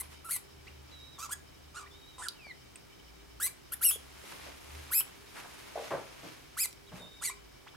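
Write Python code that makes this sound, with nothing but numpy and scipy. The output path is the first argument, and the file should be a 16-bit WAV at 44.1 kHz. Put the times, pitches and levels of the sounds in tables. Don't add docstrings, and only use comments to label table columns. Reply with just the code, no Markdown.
import sys
import numpy as np
from scipy import signal
from scipy.fft import rfft, irfft, next_fast_len
from scipy.io import wavfile
from scipy.ndimage import uniform_filter1d, map_coordinates

SR = 44100
rng = np.random.default_rng(int(sys.argv[2]) if len(sys.argv) > 2 else 0)


def master_out(mix):
    frames = np.transpose(np.atleast_2d(mix))
    ceiling = np.clip(frames, -1, 1)
    pcm = np.round(ceiling * 32767).astype(np.int16)
    wavfile.write(sys.argv[1], SR, pcm)


N = 342216
TOP_HZ = 15900


def amp(db):
    return 10 ** (np.asarray(db) / 20)


def unit(x):
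    return x / np.sqrt(np.mean(x ** 2) + 1e-20)


def along(points, hz):
    f, value = np.transpose(points)
    return np.interp(np.log(hz + 1), np.log(f + 1), value)


def wobble(n, rate):
    knots = rng.standard_normal(int(n * rate / SR) + 4)
    return map_coordinates(knots, [np.arange(n) * rate / SR])


def fade(n, edge):
    i = np.arange(n)
    return np.clip(np.minimum(i, i[::-1]) / (edge * SR), 0, 1)


def filtered(x, response):
    n = x.shape[-1]
    m = next_fast_len(n + 8192)
    spectrum = rfft(x, m) * response(np.fft.rfftfreq(m, 1 / SR))
    return irfft(spectrum, m)[..., :n]


def resonance(f, centre, width):
    return 1j * f * width / (centre ** 2 - f ** 2 + 1j * f * width)


def add(track, s, x):
    part = track[..., max(round(s * SR), 0):][..., :x.shape[-1]]
    part += x[..., :part.shape[-1]]


def spread(pair, spectrum):
    # (frequency [Hz], correlation [-1 to 1])
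    likeness = [(60, 0.65), (180, -0.34), (550, -0.57), (1650, 0.38), (4970, 0.17), (15000, 0.92)]

    def mix(f):
        turn = np.arccos(np.clip(along(likeness, f), -1, 1)) / 2
        return amp(along(spectrum, f)) * [np.cos(turn), np.sin(turn)]

    mid, side = filtered(pair, mix)
    return unit(np.array([mid + side, mid - side]))


def arch(rise, fall, tail, start_hz, crest_hz, end_hz, tail_hz, bend,
         low_db, high_db, crest_rough, end_rough):
    # (frequency [Hz], gain [dB])
    chest = [(900, -0.5), (1150, -6), (1400, 1), (1720, 2), (2030, -3.5), (2300, -0.5), (2600, -3.5),
             (2900, 7), (3400, 1.5)]
    onset_share, onset_db, onset_rough = 0.22, 26, 0.31
    effort_db_per_octave, tiring_db_per_s = 14.5, 27
    crack_s, crack_rough, tail_rough, tail_fade_db = .018, 0.5, 0.24, 16
    release_s, release_db = 0.0019, 14
    attack_s, attack_db = 0.015, 2
    tail_sag, waver, least_waver = 0.0695, 0.026, 0.0065

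    def ease(u, power):
        return np.sin(np.pi / 2 * np.clip(u, 0, 1)) ** power

    t = np.arange(int((rise + fall + tail) * SR)) / SR
    rising = t / rise
    falling = np.clip((t - rise) / fall, 0, 1)
    since = np.maximum(t - rise - fall, 0)
    jump = ease(since / crack_s, 1.89)
    dying = (since / max(tail, crack_s)) ** 2
    crack = np.sin(np.pi * np.clip(since / crack_s, 0, 1) ** .5)

    rough = crest_rough + onset_rough * (1 - ease(rising, 0.54))
    rough = rough + (end_rough - crest_rough) * ease(falling, 0.88)
    rough = rough + crack_rough * crack + tail_rough * jump

    pitch = start_hz + (crest_hz - start_hz) * ease(rising, bend)
    pitch = pitch + (end_hz - crest_hz) * ease(falling, 3.3 / bend)
    effort_db = effort_db_per_octave * np.log2(pitch / crest_hz)
    effort_db = effort_db - tiring_db_per_s * fall * falling
    effort_db = effort_db - onset_db * (1 - ease(rising / onset_share, 0.62))
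    pitch = (pitch + (tail_hz - end_hz) * jump) * (1 - tail_sag * dying)
    pitch = pitch * (1 + (least_waver + waver * rough) * wobble(len(t), 130.9))

    fading_db = tail_fade_db * dying + release_db * np.exp((t - t[-1]) / release_s)
    fundamental_db = low_db + along(chest, pitch) - attack_db * np.exp(-t / attack_s) - fading_db / 2
    overtone_db = high_db + effort_db - fading_db
    return pitch, fundamental_db, overtone_db, rough, ease(2 * since / crack_s, 0.58)


def squeak(pitch, fundamental_db, overtone_db, rough, mouth_hz, mouth_width, top_hz,
           glide=0.0013, jitter=0.033, shimmer_db=7.0, rasp=0.72, least_rasp=0.0081, split=0.17,
           leak=0.035, low_db=-3.5, high_db=0, grunt_hz=1100, grunt_width=550, grunt_db=-1, halving_db=5):
    # (frequency [Hz], relative gain [dB])
    throat_gain = [(1500, 6.5), (2600, 10.5), (3800, 5.5), (5000, 2.5), (6200, -2), (7900, 4), (9200, 1),
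                   (10300, 4), (11800, 4), (12700, 9.5), (14000, -1), (15800, 3.5)]
    n, rough = len(pitch), np.clip(rough, 0, 1)
    pitch = uniform_filter1d(pitch, max(int(glide * SR), 1), mode="nearest")
    phase = 2 * np.pi * np.cumsum(pitch * (1 + jitter * rough * wobble(n, 892.5))) / SR

    def mouth(f):
        opening = abs(resonance(f, mouth_hz, mouth_width)) + leak
        rolloff = 1 / np.sqrt(1 + (f / top_hz) ** 10)
        return opening * amp(along(throat_gain, f)) * rolloff * (f < TOP_HZ)

    def throat(f):
        return resonance(f, grunt_hz, grunt_width)

    order = np.arange(3, 29)[:, None] / 2
    weight = mouth(order * pitch) * np.where(order % 1, split * np.sqrt(rough), 1)
    partials = weight * np.sin(order * phase + rng.uniform(0, 2 * np.pi, order.shape))
    lines = partials.sum(0) / np.sqrt((weight ** 2).sum(0) / 2 + 1e-12)

    breath = unit(filtered(rng.standard_normal(n) * (1 + np.cos(phase)), mouth))
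    share = np.clip(least_rasp + rasp * rough ** 1.22, 0, 1)
    overtones = np.sqrt(1 - share) * lines + np.sqrt(share) * breath

    halved = amp(halving_db) * abs(throat(pitch / 2)) * np.sin(phase / 2)
    irregular = unit(filtered(rng.standard_normal(n), lambda f: throat(f) ** 2))
    grunt = halved + amp(grunt_db) * irregular
    shaken = np.sqrt(2) * (1 - rough / 2) * np.sin(phase + rough * wobble(n, 696))
    fundamental = unit(shaken + rough ** 2.73 * grunt)

    voice = amp(fundamental_db + low_db) * fundamental + amp(overtone_db + high_db) * overtones
    shimmer = unit(amp(shimmer_db * np.sqrt(rough) * np.tanh(wobble(n, 607.2))))
    return voice * shimmer * fade(n, edge=0.00026)


def squeaks():
    # (start [s], rise [s], fall [s], cracked tail [s], start, crest, end and tail pitch before
    # sag and waver [Hz], bend of the rise [1 early, 2 late], fundamental and overtones before shaping [dB],
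    # overtones' step in the tail [dB], base roughness at crest and end [0-1], mouth resonance [Hz],
    # its width [Hz], where overtones begin to fall away [Hz])
    cries = [ (0, 0.0018, 0.0141, .006, 2040, 2074, 2034, 2120, 1.5, -43, -35.5, -14, 0.61, 0.31, 10000, 1900, 13500),
             (0.244, 0.016, 0.025, 0.018, 1253, 1366, 1298, 1290, 1.4, -46, -49.5, 0, .05, 0.12, 10100, 2100, 13000),
             (.287, 0.036, 0.037, 0.017, 1317, 2288, 2018, 2470, 2.8, -44, -31.5, 1.5, 0.3, 0.21, 10000, 2100, 13000),
             (1.182, 0.058, 0.027, 0, 1126, 1310, 1152, 1130, 2.3, -41, -44.5, 0, 0.31, 0.49, 6400, 1200, 15500),
             (1.291, .016, 0.0033, 0, 984, 1200, 1250, 1250, 1.92, -39.5, -49, 0, .3, .4, 8400, 2200, 8700),
             (1.309, .022, 0.0077, 0, 1314, 1701, 1720, 1720, 1.27, -41, -36, 0, .2, .25, 8100, 2400, 14400),
             (1.742, 0.038, 0.045, 0.0062, 1207, 1455, 1161, 1170, 3, -43.5, -49.5, 7, 0.38, 0.45, 7200, 3700, 9000),
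             (2.181, 0.022, .018, 0.0016, 1060, 993, 1000, 940, 1.5, -42, -51, 0, 0.49, 0.5, 8350, 1800, 8850),
             (2.207, 0.034, .036, 0, 1001, 1847, 1335, 1320, 1.5, -42.5, -44.5, 0, 0.42, 0.17, 8650, 1800, 8800),
             (3.399, .02, 0.0021, 0.0026, 1410, 1640, 1650, 1650, 1.44, -39.5, -40, 0, .25, .1, 8300, 2720, 17400),
             (3.418, .029, .016, .021, 1645, 2027, 2030, 2385, 0.92, -39, -29.5, -2.5, 0.05, 0.14, 8970, 2700, 17400),
             (3.718, 0.024, 0.0018, 0.0016, 1367, 1800, 1784, 1840, 1.94, -44, -33, 0, 0.18, .35, 11340, 900, 11500),
             (3.811, 0.044, 0.05, 0.062, 1350, 2916, 2605, 3483, 2.5, -41, -22, -8, 0.022, .08, 11740, 2000, 10850),
             (4.906, .056, .04, .015, 997, 2545, 2628, 3235, 1.35, -38.5, -25.5, -5, 0.03, 0.064, 12300, 2320, 11000),
             (6.568, 0.052, 0.035, 0.0078, 1085, 2584, 2020, 2285, 1, -38, -28.5, -2, 0.028, 0.18, 9300, 5400, 12100),
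             (7.212, 0.041, .04, 0.032, 1133, 2306, 1904, 2400, 1.9, -39.5, -32.5, -9, 0.42, 0.18, 8300, 3000, 10600)]
    out = np.zeros(N)
    for row in cries:
        s, *shape, low_db, high_db, tail_db, crest_rough, end_rough, mouth_hz, mouth_width, top_hz = row
        pitch, fundamental_db, overtone_db, rough, cracked = arch(
            *shape, low_db, high_db, crest_rough, end_rough)
        overtone_db = overtone_db + tail_db * cracked
        add(out, s, squeak(pitch, fundamental_db, overtone_db, rough, mouth_hz, mouth_width, top_hz))
    return out


def background(hum_db=-1, overtone=1.72, overtone_db=-11, air_db=-56.22, fan_hz=398, fan_db=-72):
    # (time [s], frequency [Hz])
    hum_pitch = [(0, 74.07), (2.5, 74.53), (3.0, 58.4), (3.4, 59.7), (3.8, 72.55), (4.3, 69.1), (4.9, 74.9),
                 (5.5, 62.5), (6.8, 71.6), (7.3, 54)]
    # (time [s], level [dB])
    hum_level = [(0, -56), (.54, -59), (.62, -50), (1.2, -58.5), (1.4, -62), (1.77, -61), (2.0, -66),
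                 (3.0, -61), (3.55, -66), (3.7, -60.5), (4.18, -59), (4.28, -62), (4.6, -60.5),
                 (4.72, -52.5), (4.92, -50.5), (5.0, -69.5), (7.76, -67.5)]
    # (frequency [Hz], relative density [dB per Hz])
    air_colour = [(22, -26.5), (32, -11.5), (52, -4), (75, -6), (100, -9), (135, -4), (210, -11.5),
                  (290, -7), (600, -13.5), (1000, -16), (2000, -20.5), (5000, -24), (8000, -29),
                  (15800, -34.5)]
    t = np.arange(N) / SR
    pitch = np.interp(t, *np.transpose(hum_pitch))
    level_db = np.interp(t, *np.transpose(hum_level))

    def tone(hz, drift_hz):
        phase = 2 * np.pi * np.cumsum(hz + drift_hz * wobble(N, 20)) / SR
        return unit(np.sin(phase) * amp(4.7 * wobble(N, 9)))

    hum = tone(pitch, drift_hz=1.28) + amp(overtone_db) * tone(overtone * pitch, drift_hz=2.5)
    fan = amp(fan_db) * tone(fan_hz, drift_hz=5.34)
    air = amp(air_db) * spread(rng.standard_normal((2, N)), air_colour)
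    return amp(level_db + hum_db) * hum + fan + air


def flutter(level_db=-65):
    # (centre [Hz], width of each of two filter passes [Hz], relative level [dB])
    hiss_bands = [(2295, 146, -8.5), (3043, 257, -8.5), (3770, 320, -12), (5220, 1000, -7)]

    def tremble():
        return amp(3.5 * np.tanh(wobble(N, 40)))

    hiss = np.zeros((2, N))
    for hz, width, db in hiss_bands:
        noise = rng.standard_normal((2, N))
        band = unit(filtered(noise, lambda f: resonance(f, hz, width) ** 2))
        hiss += amp(db) * tremble() * band
    return amp(level_db) * unit(hiss * tremble())


def fibres(n, rate):
    return (rng.random((2, n)) < rate / SR) * rng.standard_normal((2, n))


def bedding(rustle_db=4, crisp_db=-2, clump_db=0.5):
    # (peak [s], dying time [s], rustle before trim [dB], crisp top before trim [dB])
    stirs = [(.04, 0.026, -57.5, -69), (.128, 0.043, -56.5, -58.5), (.68, 0.042, -61, -70),
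             (.92, 0.073, -60.5, -77), (4.0, 0.36, -61.5, -64), (4.32, 0.22, -52.5, -54),
             (4.46, .1, -53, -60.5), (4.76, .25, -54, -56), (4.9, .1, -59, -68), (5.08, 0.13, -59, -63),
             (5.384, 0.061, -52.5, -54), (5.56, 0.6, -56.5, -58.5), (5.86, .25, -51, -56),
             (6.27, 0.18, -54, -59.5), (6.55, 0.035, -64, -66), (6.975, 0.064, -56, -58)]
    # (frequency [Hz], relative density [dB per Hz])
    paper_colour = [(120, -44), (200, -6), (384, -5), (423, -4.5), (715, -6), (1060, -5.5), (1860, -8.5),
                    (2150, -6), (6440, -16), (9000, -31.5), (11700, -52), (19800, -120)]
    # (frequency [Hz], relative density [dB per Hz])
    crisp_colour = [(4000, -16), (7000, -6), (10000, -4.5), (13000, -9), (16000, -21.5)]
    rise_ratio, fall_db = 0.84, 10
    t = np.arange(N) / SR
    body, top = np.zeros((2, N))
    for s, length, body_db, top_db in stirs:
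        distance = np.maximum(t - s, (s - t) / rise_ratio) / length
        swell = amp(-fall_db * np.minimum(distance, 10))
        body = np.hypot(body, amp(body_db) * swell)
        top = np.hypot(top, amp(top_db) * swell)
    rustle = amp(rustle_db) * body * spread(fibres(N, rate=8200), paper_colour)
    crisp = amp(crisp_db) * top * spread(fibres(N, rate=10000), crisp_colour)
    return (rustle + crisp) * amp(clump_db * wobble(N, 79.6))


def whistle(length, pitches, db, fading_db, level_db=0.5, octave_db=-10, dull_hz=6000,
            jitter=0.0078, waver=0.0068, shimmer_db=2):
    droop, droop_s = 0.17, 0.0077
    n = int(length * SR)
    u = np.linspace(0, 1, n)
    bend = np.polyval(np.polyfit(np.linspace(0, 1, 4), pitches, 3), u)
    pitch = bend * (1 - droop * np.exp((u - 1) * length / droop_s))
    unsteady = 1 + jitter * wobble(n, 284) + waver * wobble(n, 24.6)
    phase = 2 * np.pi * np.cumsum(pitch * unsteady) / SR
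    octave = amp(octave_db) / (1 + (2 * pitch / dull_hz) ** 6)
    tone = unit(np.sin(phase) + octave * np.sin(2 * phase))
    loudness_db = db + level_db - fading_db * (u - .5) + shimmer_db * wobble(n, 68.6)
    return tone * amp(loudness_db) * fade(n, edge=0.007)


def whistles():
    # (start [s], length [s], pitch at start, one third, two thirds and end before droop [Hz],
    # mid level before trim [dB], level lost from start to end [dB])
    whines = [(0.665, .027, 1860, 2180, 2870, 3300, -55, 9),
              (0.913, 0.27, 4000, 3830, 3830, 3730, -59.5, 3.5),
              (1.826, 0.034, 1240, 1200, 1190, 1000, -56.5, 15),
              (1.857, 0.025, 1400, 1930, 2330, 4400, -56, 3),
              (1.904, .35, 3430, 3800, 3800, 3700, -63.5, 2),
              (2.338, .184, 3280, 2660, 2290, 2100, -57.5, -24.5),
              (6.864, .042, 2400, 3940, 3500, 2900, -60, -3), (6.985, .24, 3790, 3670, 3680, 3600, -56, 2),
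              (7.661, 0.038, 1336, 1450, 3600, 2900, -56.5, 7),
              (7.736, 0.024, 1280, 970, 1730, 1700, -57.5, 0)]
    out = np.zeros(N)
    for s, length, *pitches, db, fading_db in whines:
        add(out, s, whistle(length, pitches, db, fading_db))
    return out


def blows(rows, chatter):
    out, t = np.zeros(N), np.arange(SR // 2) / SR
    for s, db, hz, width, t60 in rows:
        decay = amp(-60 * t / t60)
        force = chatter * rng.standard_normal(len(t)) * decay + (t == 0)
        ring = filtered(force, lambda f: resonance(f, hz, 1.23 * width) ** 2)
        add(out, s, amp(db) * ring * np.linalg.norm(decay) / np.linalg.norm(ring))
    return out


def ticks():
    # (time [s], level [dB], centre [Hz], width before broadening [Hz], chatter t60 [s])
    contacts = [(2.2845, -28.5, 4280, 1110, 0.023), (2.2847, -29, 9200, 3480, 0.0096),
                (2.757, -48, 2500, 1200, 0.034), (2.7575, -43, 8200, 1700, .025),
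                (4.322, -44, 1480, 2500, .03), (6.7285, -45, 5000, 8000, 0.011)]
    return blows(contacts, chatter=0.37)


def bumps():
    # (time [s], level [dB], chatter t60 [s], strongest at [Hz], loss away from there [dB per octave])
    knocks = [(2.467, -41.5, 0.0098, 590, 0.5), (3.956, -42, 0.021, 400, 40), (4.237, -50, 0.039, 457, 20),
              (4.32, -50.5, .15, 600, 2), (4.46, -51.5, 0.24, 500, 8), (5.358, -47.5, 0.39, 1400, 20),
              (5.445, -48, 0.16, 1050, 8), (5.7555, -31.5, .04, 534, 50), (5.761, -35, 0.03, 615, 50),
              (5.775, -32.5, 0.062, 561, 52), (5.79, -34, .03, 600, 52), (5.798, -41.5, 0.27, 614, 36),
              (5.832, -45, 0.09, 570, 40), (5.9062, -35, .35, 980, 6), (5.912, -33.5, 0.26, 490, 9.5),
              (5.935, -33.5, 0.15, 465, 30), (6.231, -44.5, 0.26, 278.4, 12.5), (6.912, -47, 0.4, 139, 10),
              (6.918, -49.5, 0.36, 810, 7), (7.0, -51, 0.29, 400, 3)]
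    # (frequency [Hz], width before broadening [Hz], relative level [dB])
    modes = [(145, 77, 3.5), (299, 56, -4), (434, 187, -2), (576, 200, 1), (970, 540, 2), (1610, 1000, -1)]
    hz, width, mode_db = np.transpose(modes)
    rows = []
    for s, db, t60, centre_hz, slope_db in knocks:
        share_db = mode_db - slope_db * abs(np.log2(hz / centre_hz))
        share_db = share_db - 20 * np.log10(np.linalg.norm(amp(share_db)))
        rows += [(s, db + d, f, w, t60) for d, f, w in zip(share_db, hz, width)]
    return blows(rows, chatter=0.35)


def ports(x):
    # (frequency [Hz], difference [dB])
    shading = [(1000, -1.5), (5000, -2.5), (8300, -3.5), (9300, 0.5), (10300, 6.5), (13000, 0.5)]
    # (frequency [Hz], lead [rad])
    lead = [(3000, 0.24), (5500, 0.047), (8200, 0.99), (10500, 0.89), (12000, 0.12)]
    half = np.array([[1], [-1]]) / 2
    return filtered(x, lambda f: amp(half * along(shading, f)) * np.exp(1j * half * along(lead, f)))


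def walls(x, wall_db=-8, latest=.008, dull_hz=8500, count=8):
    echoes = np.zeros((2, SR // 20))
    for side in echoes:
        arrival = (SR * rng.uniform(.0004, latest, count)).astype(int)
        side[arrival] = rng.choice([-1, 1], count) / np.sqrt(count)
    bounced = signal.fftconvolve(x, echoes, axes=1)[:, :N]
    bounced = filtered(bounced, lambda f: 1 / np.sqrt(1 + (f / dull_hz) ** 6))
    return x + amp(wall_db) * bounced


def room(x):
    # (frequency [Hz], t60 [s])
    decay_times = [(200, 0.62), (2000, 0.31), (8000, 0.22), (15000, 0.15)]
    hz, t, z = signal.stft(rng.standard_normal((2, SR // 2)), SR, nperseg=256)
    decay = amp(-60 * t / along(decay_times, hz)[:, None])
    tail = signal.istft(z * decay, SR, nperseg=256)[1]
    return signal.fftconvolve(x.mean(0)[None], tail / np.linalg.norm(tail[0]), axes=1)[:, :N]


def scene():
    nest = walls(ports(squeaks() + whistles() + ticks()))
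    cage = np.tile(bumps(), (2, 1))
    near = nest + cage + bedding()
    tails = amp(-9.0) * room(nest) + amp(-10.5) * room(cage)
    return near + tails + background() + flutter()


def record(dry):
    return filtered(dry, lambda f: f < TOP_HZ)


dry = scene()
out = record(dry)
master_out(out)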